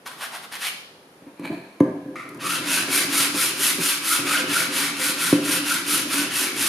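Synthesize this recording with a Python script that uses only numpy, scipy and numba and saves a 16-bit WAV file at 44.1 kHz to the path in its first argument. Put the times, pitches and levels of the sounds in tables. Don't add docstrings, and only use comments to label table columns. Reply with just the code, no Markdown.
import sys
import numpy as np
from scipy import signal
from scipy.fft import rfft, irfft, next_fast_len
from scipy.io import wavfile
from numba import njit

SR = 44100
rng = np.random.default_rng(int(sys.argv[2]) if len(sys.argv) > 2 else 0)


def field_ratio(decibels):
    return 10 ** (np.asarray(decibels, dtype=float) / 20)


def generate_wav(signal):
    frames = np.transpose(np.atleast_2d(signal))
    scaled = np.clip(frames, -1, 1) * 32767
    pcm = np.round(scaled).astype(np.int16)
    wavfile.write(sys.argv[1], SR, pcm)


N = 294588

# (start [s], share of the stroke at which the hand is fastest [0-1], grit hiss [dB], rasp [dB], strip ring [dB])
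STROKES = [(2.388, 0.52, -29.5, -27, -18.5), (2.627, 0.42, -23.5, -22.5, -27),
           (2.865, 0.45, -20.5, -23.3, -23), (3.076, 0.49, -20, -23, -34), (3.316, 0.46, -21.5, -26, -30),
           (3.543, 0.49, -19, -25, -40), (3.775, 0.39, -20.5, -26, -51), (4.001, 0.51, -20.5, -26, -22),
           (4.236, 0.38, -26.5, -21, -24), (4.452, 0.51, -24.5, -23.5, -27), (4.693, 0.36, -24.5, -23, -28),
           (4.938, 0.62, -23.5, -25.5, -36), (5.158, 0.33, -24, -24.4, -27), (5.394, 0.63, -24, -26, -29.5),
           (5.623, 0.41, -24.5, -24, -25), (5.833, 0.39, -21.1, -28.5, -28),
           (6.066, 0.43, -24.5, -23.5, -36), (6.291, 0.39, -24, -26, -39), (6.532, 0.28, -22.5, -26, -37)]
# (frequency [Hz], level per Hz [dB])
GRIT_COLOUR = [(320, -76), (550, -5), (718, -9), (885, -1), (1060, 0.5), (1400, 5), (1810, 5), (2640, 0.5),
               (3080, 4), (6370, 0), (7860, 0), (10400, 5.5), (14500, -8.5), (15600, -5)]


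def sanding():
    # (full at [s], fall by 20 dB [s], level [dB])
    landing = [
        (2.158, 0.19, -32),
        (2.195, 0.041, -40),
        (2.289, 0.058, -55),
    ]
    # (time [s], frequency [Hz])
    free_length = [(2.45, 1283), (2.75, 1460), (2.971, 1530), (3.2, 1390), (3.45, 1380), (3.66, 1500),
                   (3.9, 1350), (4.12, 1304), (4.35, 1406), (4.8, 1460), (5.05, 1410), (5.501, 1420),
                   (5.73, 1460), (5.95, 1360), (6.18, 1440), (6.6, 1490)]
    landing_hz = 1273

    place, through, speed = hand()
    strokes = range(len(STROKES))
    hiss_db, rasp_db, ring_db = (np.interp(place - 0.5, strokes, c) for c in np.transpose(STROKES)[2:])
    s, fall, db = np.transpose(landing)
    laid = swell(s, 0.002, 0, fall, db)

    free_hz = np.interp(np.arange(N) / SR, *np.transpose(free_length))
    free_hz = np.where(speed > 0, free_hz - 110 * np.cos(np.pi * through), landing_hz)
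    upper_hz = np.where(speed > 0, 2450 + 200 * drift(10.3), 1.62 * landing_hz)

    grains = grit(20000.0, spread_db=-0.8, catch_db=1.0)
    spread = colour(grains, GRIT_COLOUR)
    rasp = signal.sosfiltfilt(signal.butter(1, 4300, fs=SR, output="sos"), spread)
    hiss = rms_one(spread - rasp)
    rasp = rms_one(rasp)
    upper = field_ratio(-7) * resonance(grains, upper_hz, 650.0)
    strip = field_ratio(-7.0) * resonance(grains, free_hz, 260.0)

    hiss_level = field_ratio(hiss_db - 1) * speed ** 3.08 + field_ratio(-28) * laid
    swelling_db = np.sin(2 * np.pi * (through - 0.5)) / 2
    rasp_level = field_ratio(rasp_db - 3 + swelling_db) * speed ** 1.17
    ring_level = field_ratio(ring_db - 1 + 5.5 * drift(11.0)) * speed ** 5.1 + field_ratio(2.5) * laid
    strokes_sound = hiss_level * hiss + rasp_level * rms_one(rasp + upper) + ring_level * strip
    return strokes_sound + laid * (upper + field_ratio(-11.5) * rasp)


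def hand():
    last_stroke_s, start_s = 0.34, 0.016
    rest_speed = 0.28
    t, turns = np.arange(N) / SR, np.array(STROKES)[:, 0]
    place = np.interp(t, np.append(turns, turns[-1] + last_stroke_s), np.arange(len(turns) + 1.))
    which = np.minimum(place.astype(int), len(turns) - 1)
    through = place - which
    fastest = np.array(STROKES)[which, 1]
    arc = np.where(through < fastest, through / fastest, (1 - through) / (1 - fastest))
    speed = rest_speed + (1 - rest_speed) * np.sin(np.pi / 2 * arc)
    return place, through, speed * np.clip((t - turns[0]) / start_s, 0, 1)


def table():
    # (frequency [Hz], level [dB], fade by 60 dB [s])
    top_modes = [(141.7, -19, 0.18), (181.6, -10.5, 0.47), (251.4, -18, 0.42), (291.6, 0.5, 0.45),
                 (321.4, -2, 0.21), (369.4, -3.5, 0.18), (456, -48, 0.14), (516.6, -12.5, 0.42),
                 (623, -11, 0.026), (900, -19, 0.15), (1000, -13, 0.1), (1160, -34, 0.059),
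                 (1650, -11, 0.052), (1960, -32, 0.028), (2310, -39, .03)]
    # (time [s], peak [dB], hardness of the contact [Hz])
    top_knocks = [(1.217, -32, 900.0), (1.264, -29, 900.0), (1.392, -19, 900.0), (1.498, -19.5, 900.0),
                  (1.803, 6, 980), (2.056, -18, 600.0), (2.313, -31, 900.0), (2.894, -50.5, 900.0),
                  (3.783, -27, 900.0), (4.188, -14.5, 900.0), (4.498, -49, 900.0), (5.324, 4.5, 810),
                  (6.141, -14, 900.0)]

    judder = grit(1500.0, spread_db=-0.5, catch_db=1.0)
    hum, knocks = np.zeros(N), np.zeros(N)
    for hz, db, t60 in top_modes:
        hum += field_ratio(db + 3.5 * drift(3.06)) * rms_one(ring(judder, hz, 0.5 * t60))
    for s, peak_db, hard_hz in top_knocks:
        at = round((s + 0.00326) * SR)
        click = np.zeros(min(SR // 2, N - at))
        click[0] = field_ratio(peak_db - 13.0)
        struck = np.zeros(len(click))
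        for hz, db, t60 in top_modes:
            struck += field_ratio(db + rng.normal(0, 1.0)) * ring(click, hz, 0.5 * t60)
        soft = signal.butter(2, hard_hz, fs=SR)
        knocks[at:at + len(click)] += signal.lfilter(*soft, struck)

    force = push()
    hum = signal.lfilter(*signal.butter(2, 900, fs=SR), rms_one(hum))
    top_sound = force * hum + knocks
    legs = field_ratio(-35.5) * force * resonance(judder, 69.5, 40.0)
    leg_band = signal.butter(1, [45, 110], "band", fs=SR, output="sos")
    legs = legs + field_ratio(-17.0) * signal.sosfilt(leg_band, knocks)
    return signal.sosfilt(signal.butter(6, 125, "high", fs=SR, output="sos"), top_sound) + legs


def push():
    # (time [s], level [dB])
    pressure = [(2.0, -37.5), (2.27, -42.5), (2.36, -34.5), (2.6, -33.5), (3.6, -33), (3.9, -39),
                (4.15, -35.5), (4.35, -35), (5.1, -33), (5.6, -34.5), (6.0, -33.5), (6.4, -33), (6.68, -34)]
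    # (full at [s], hold [s], fall by 20 dB [s], level [dB])
    lurches = [(1.267, 0.017, 0.051, -40.5), (1.409, 0.054, 0.027, -31), (1.503, .001, 0.15, -26.5),
               (1.825, 0.032, 0.19, -22), (2.32, 0.031, .05, -45), (2.892, .001, 0.054, -25.5),
               (3.347, .001, 0.097, -25), (3.787, 0.016, 0.04, -25.5), (4.19, .02, 0.9, -31.5),
               (4.39, .001, .15, -38), (4.513, .001, 0.037, -31), (4.6, .001, 0.09, -31),
               (5.36, .02, 0.29, -26.5), (6.125, 0.053, 0.19, -43), (6.562, .001, 0.28, -33.5)]
    s, db = np.transpose(pressure)
    steady = field_ratio(np.interp(np.arange(N) / SR, s, db, left=-120, right=-120))
    s, hold, fall, db = np.transpose(lurches)
    return np.hypot(steady, swell(s, 0.017, hold, fall, db))


def drag():
    # (full at [s], rise by 20 dB [s], fall by 20 dB [s], scrape level [dB])
    skids = [
        (1.28, 0.049, .035, -55),
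        (1.378, .012, .08, -54),
        (1.456, 0.04, 0.052, -34.5),
        (1.542, 0.11, 0.11, -43.5),
        (1.62, 0.087, 0.65, -55.5),
    ]
    # (frequency [Hz], level per Hz [dB])
    skid_colour = [(410, -19), (700, -8), (1470, -8), (2340, -6), (3490, -17), (4130, -13), (5080, -28),
                   (9850, -24), (15500, -33)]
    # (frequency [Hz], width [Hz], level [dB])
    skid_rings = [(920, 200, 2), (1720, 350, -5), (2360, 300, 5), (4280, 700, -8)]
    grains = grit(4000.0, spread_db=3.5, catch_db=1.0)
    rings = sum(field_ratio(db) * resonance(grains, hz, float(width)) for hz, width, db in skid_rings)
    scrape = rms_one(colour(grains, skid_colour)) + field_ratio(-3) * rms_one(rings)
    s, rise, fall, db = np.transpose(skids)
    return swell(s, rise, 0, fall, db) * rms_one(scrape)


def thumb():
    # (full at [s], rise by 20 dB [s], hold [s], level [dB], hollow of the hand [Hz])
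    brushes = [
        (0.063, 0.011, 0.014, -35.5, 1520),
        (0.112, 0.038, 0.026, -46.5, 1440),
        (.215, 0.05, 0.043, -33.5, 1510),
        (0.347, 0.055, 0.025, -34, 1430),
        (0.435, 0.03, 0.018, -41, 1460),
        (0.524, 0.013, 0.038, -34, 1650),
        (0.624, 0.04, 0.064, -27.5, 1960),
    ]
    # (frequency [Hz], level per Hz [dB])
    skin_colour = [(320, -43), (550, 0.5), (900, 6), (1750, -1.5), (3200, 1.5), (7300, -9), (10200, -3),
                   (15500, -17)]
    opening_hz_per_s, fall_s = 6700, 0.026
    s, rise, hold, db, hz = np.transpose(brushes)
    t = np.arange(N) / SR
    which = np.clip(np.searchsorted(s - rise, t) - 1, 0, len(s) - 1)
    hollow_hz = hz[which] + opening_hz_per_s * np.clip(t - (s + hold / 2)[which], -0.05, 0.05)
    grains = grit(20000.0, spread_db=2.5, catch_db=0.9)
    skin = rms_one(colour(grains, skin_colour))
    low = signal.sosfiltfilt(signal.butter(2, 1300, fs=SR, output="sos"), skin)
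    skin = skin - low + low * field_ratio(-27 * (hz[which] - 1500) / 1000)
    rub = skin + field_ratio(-8.5) * resonance(grains, hollow_hz, 1360.0)
    return swell(s, rise, hold, fall_s, db) * rms_one(rub)


def ticks():
    # (time [s], peak [dB], paper crackle [dB])
    contacts = [
        (0.0628, -21.5, -50),
        (1.3957, -35, -48),
        (1.4336, -29, -58),
        (1.4556, -47, -64),
        (1.8038, -16, -39.5),
        (2.1565, -21.5, -50),
        (2.2904, -38, -38.5),
        (2.3461, -55, -43),
        (2.373, -60, -48),
    ]
    # (frequency [Hz], level [dB], fade by 60 dB [s])
    contact_rings = [(1164, 14, 0.059), (2110, 13, 0.021), (3020, -1, .025), (6270, 1, 0.022),
                     (9250, -24, 0.0099)]
    clicks, snaps = np.zeros((2, N))
    at = (np.array(contacts)[:, 0] * SR).astype(int)
    clicks[at], snaps[at] = field_ratio(np.array(contacts)[:, 1:].T)
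    crack = fading(clicks, 0.0015) * rng.standard_normal(N)
    crack = signal.lfilter(*signal.butter(2, 9000, fs=SR), crack)
    paper = colour(rng.standard_normal(N), GRIT_COLOUR)
    paper = signal.lfilter(*signal.butter(2, 4500, "high", fs=SR), paper)
    rustle = fading(snaps, 0.0036) * rms_one(paper)
    rings = sum(field_ratio(db - 26.5) * ring(clicks, hz, t60) for hz, db, t60 in contact_rings)
    return rustle + field_ratio(-23) * crack + rings


def workshop(x):
    # (frequency [Hz], fade by 60 dB [s])
    room_fade = [(200, 0.35), (1000, 0.74), (2500, 0.56), (4500, 0.83), (8000, 0.48), (13000, 0.49)]
    edges_hz = 60 * 2 ** np.arange(0, 8.3, 0.5)
    t = np.arange(SR) / SR
    tails = np.zeros((2, SR))
    for low, high in zip(edges_hz, edges_hz[1:]):
        band = signal.butter(2, [low, high], "band", fs=SR, output="sos")
        noise = signal.sosfilt(band, rng.standard_normal((2, SR)))
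        tails += noise * field_ratio(-60 * t / at_hz(room_fade, np.sqrt(low * high)))
    tails *= np.clip(t / 0.0014 - 1, 0, 1)
    tails /= np.sqrt(np.sum(tails ** 2, axis=1, keepdims=True))
    return diffuse(*signal.fftconvolve(x[None], tails, axes=1)[:, :N])


def air():
    # (frequency [Hz], level per Hz [dB])
    room_tone = [(18, -63), (30, -9), (71, -19), (181, -3), (306, -5.5), (358, -4.5), (418, -3.5),
                 (762, -10), (1130, -15), (1760, -17.5), (1900, -19), (7970, -32), (10100, -26),
                 (14100, -37), (15300, -40)]
    mid, side = (rms_one(colour(rng.standard_normal(N), room_tone)) for _ in range(2))
    return field_ratio(-51) * diffuse(mid, side)


def diffuse(mid, side):
    # (frequency [Hz], level [dB])
    port_spread = [(60, 4), (150, -39), (380, -20.5), (950, -1.5), (2380, 0.5), (5980, -0.5), (15000, -5.5)]
    side = colour(side, port_spread)
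    return np.array([mid + side, mid - side])


def grit(per_s, spread_db, catch_db):
    born = rng.random(N) < per_s / SR
    sizes = field_ratio(spread_db * np.minimum(rng.exponential(1, N), 4)) * rng.standard_normal(N)
    return rms_one(born * sizes * field_ratio(catch_db * drift(51.0)))


def swell(full_at, rise, hold, fall, level_db):
    t = np.arange(N) / SR
    out = np.zeros(N)
    for s, up, stay, down, db in np.broadcast(full_at, rise, hold, fall, level_db):
        near = slice(int(max(s - 3 * up, 0) * SR), int((s + stay + 3 * down) * SR))
        early = np.maximum(s - t[near], 0)
        late = np.maximum(t[near] - s - stay, 0)
        out[near] += field_ratio(db - 20 * early / up - 20 * late / down)
    return out


def ring(clicks, hz, t60):
    r, w = field_ratio(-60 / (t60 * SR)), 2 * np.pi * hz / SR
    return signal.lfilter([0, np.sin(w)], [1, -2 * r * np.cos(w), r * r], clicks + 1e-18)


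def fading(clicks, seconds):
    return signal.lfilter([1], [1, -np.exp(-1 / (seconds * SR))], clicks)


@njit
def gliding(x, hz, width, rate):
    out, r = np.zeros(len(x)), np.exp(-np.pi * width / rate)
    for i in range(2, len(x)):
        turn = 2 * r * np.cos(2 * np.pi * hz[i] / rate)
        out[i] = x[i] - x[i - 2] + turn * out[i - 1] - r * r * out[i - 2]
    return out


def resonance(x, hz, width):
    track = hz + np.zeros(N)
    once = gliding(x, track, width, float(SR))
    return rms_one(gliding(once, track, width, float(SR)))


def drift(rate):
    r = np.exp(-80 * np.pi * rate / SR)
    slow = signal.lfilter([1], [1, -2 * r, r * r], rng.standard_normal(N // 40 + 2002))[2000:]
    return np.interp(np.arange(N) / 40, np.arange(len(slow)), rms_one(slow))


def colour(x, points):
    size = next_fast_len(len(x))
    hz = np.maximum(np.arange(size // 2 + 1) * SR / size, 10)
    return irfft(rfft(x, size) * field_ratio(at_hz(points, hz)), size)[:len(x)]


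def at_hz(points, hz):
    point_hz, value = np.transpose(points)
    return np.interp(np.log(hz), np.log(np.maximum(point_hz, 10)), value)


def rms_one(x):
    return x / np.sqrt(np.mean(x ** 2) + 1e-20)


def scene():
    bright = sanding() + drag() + thumb() + ticks()
    low = table()
    low_to_walls = signal.lfilter(*signal.butter(2, 260, "high", fs=SR), low)
    wet = field_ratio(-7.0) * workshop(bright + field_ratio(0.5) * low_to_walls)
    left_right = field_ratio(np.array([[0.25], [-0.25]]))
    return bright * left_right + low + wet + air()


def low_pass(x):
    return signal.sosfilt(signal.butter(12, 15830, fs=SR, output="sos"), x)


def record(dry):
    x = signal.sosfilt(signal.butter(1, 91, "high", fs=SR, output="sos"), dry)
    x = signal.lfilter(*signal.iirnotch(7900, 40.0, fs=SR), x)
    x = signal.sosfilt(signal.cheby2(12, 70, 16250, fs=SR, output="sos"), x)
    x = x / (1 + np.abs(x / 0.96) ** 6) ** (1 / 6)
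    x = signal.sosfilt(signal.butter(2, 45, "high", fs=SR, output="sos"), x)
    return low_pass(x)


dry = scene()
out = record(dry)
generate_wav(out)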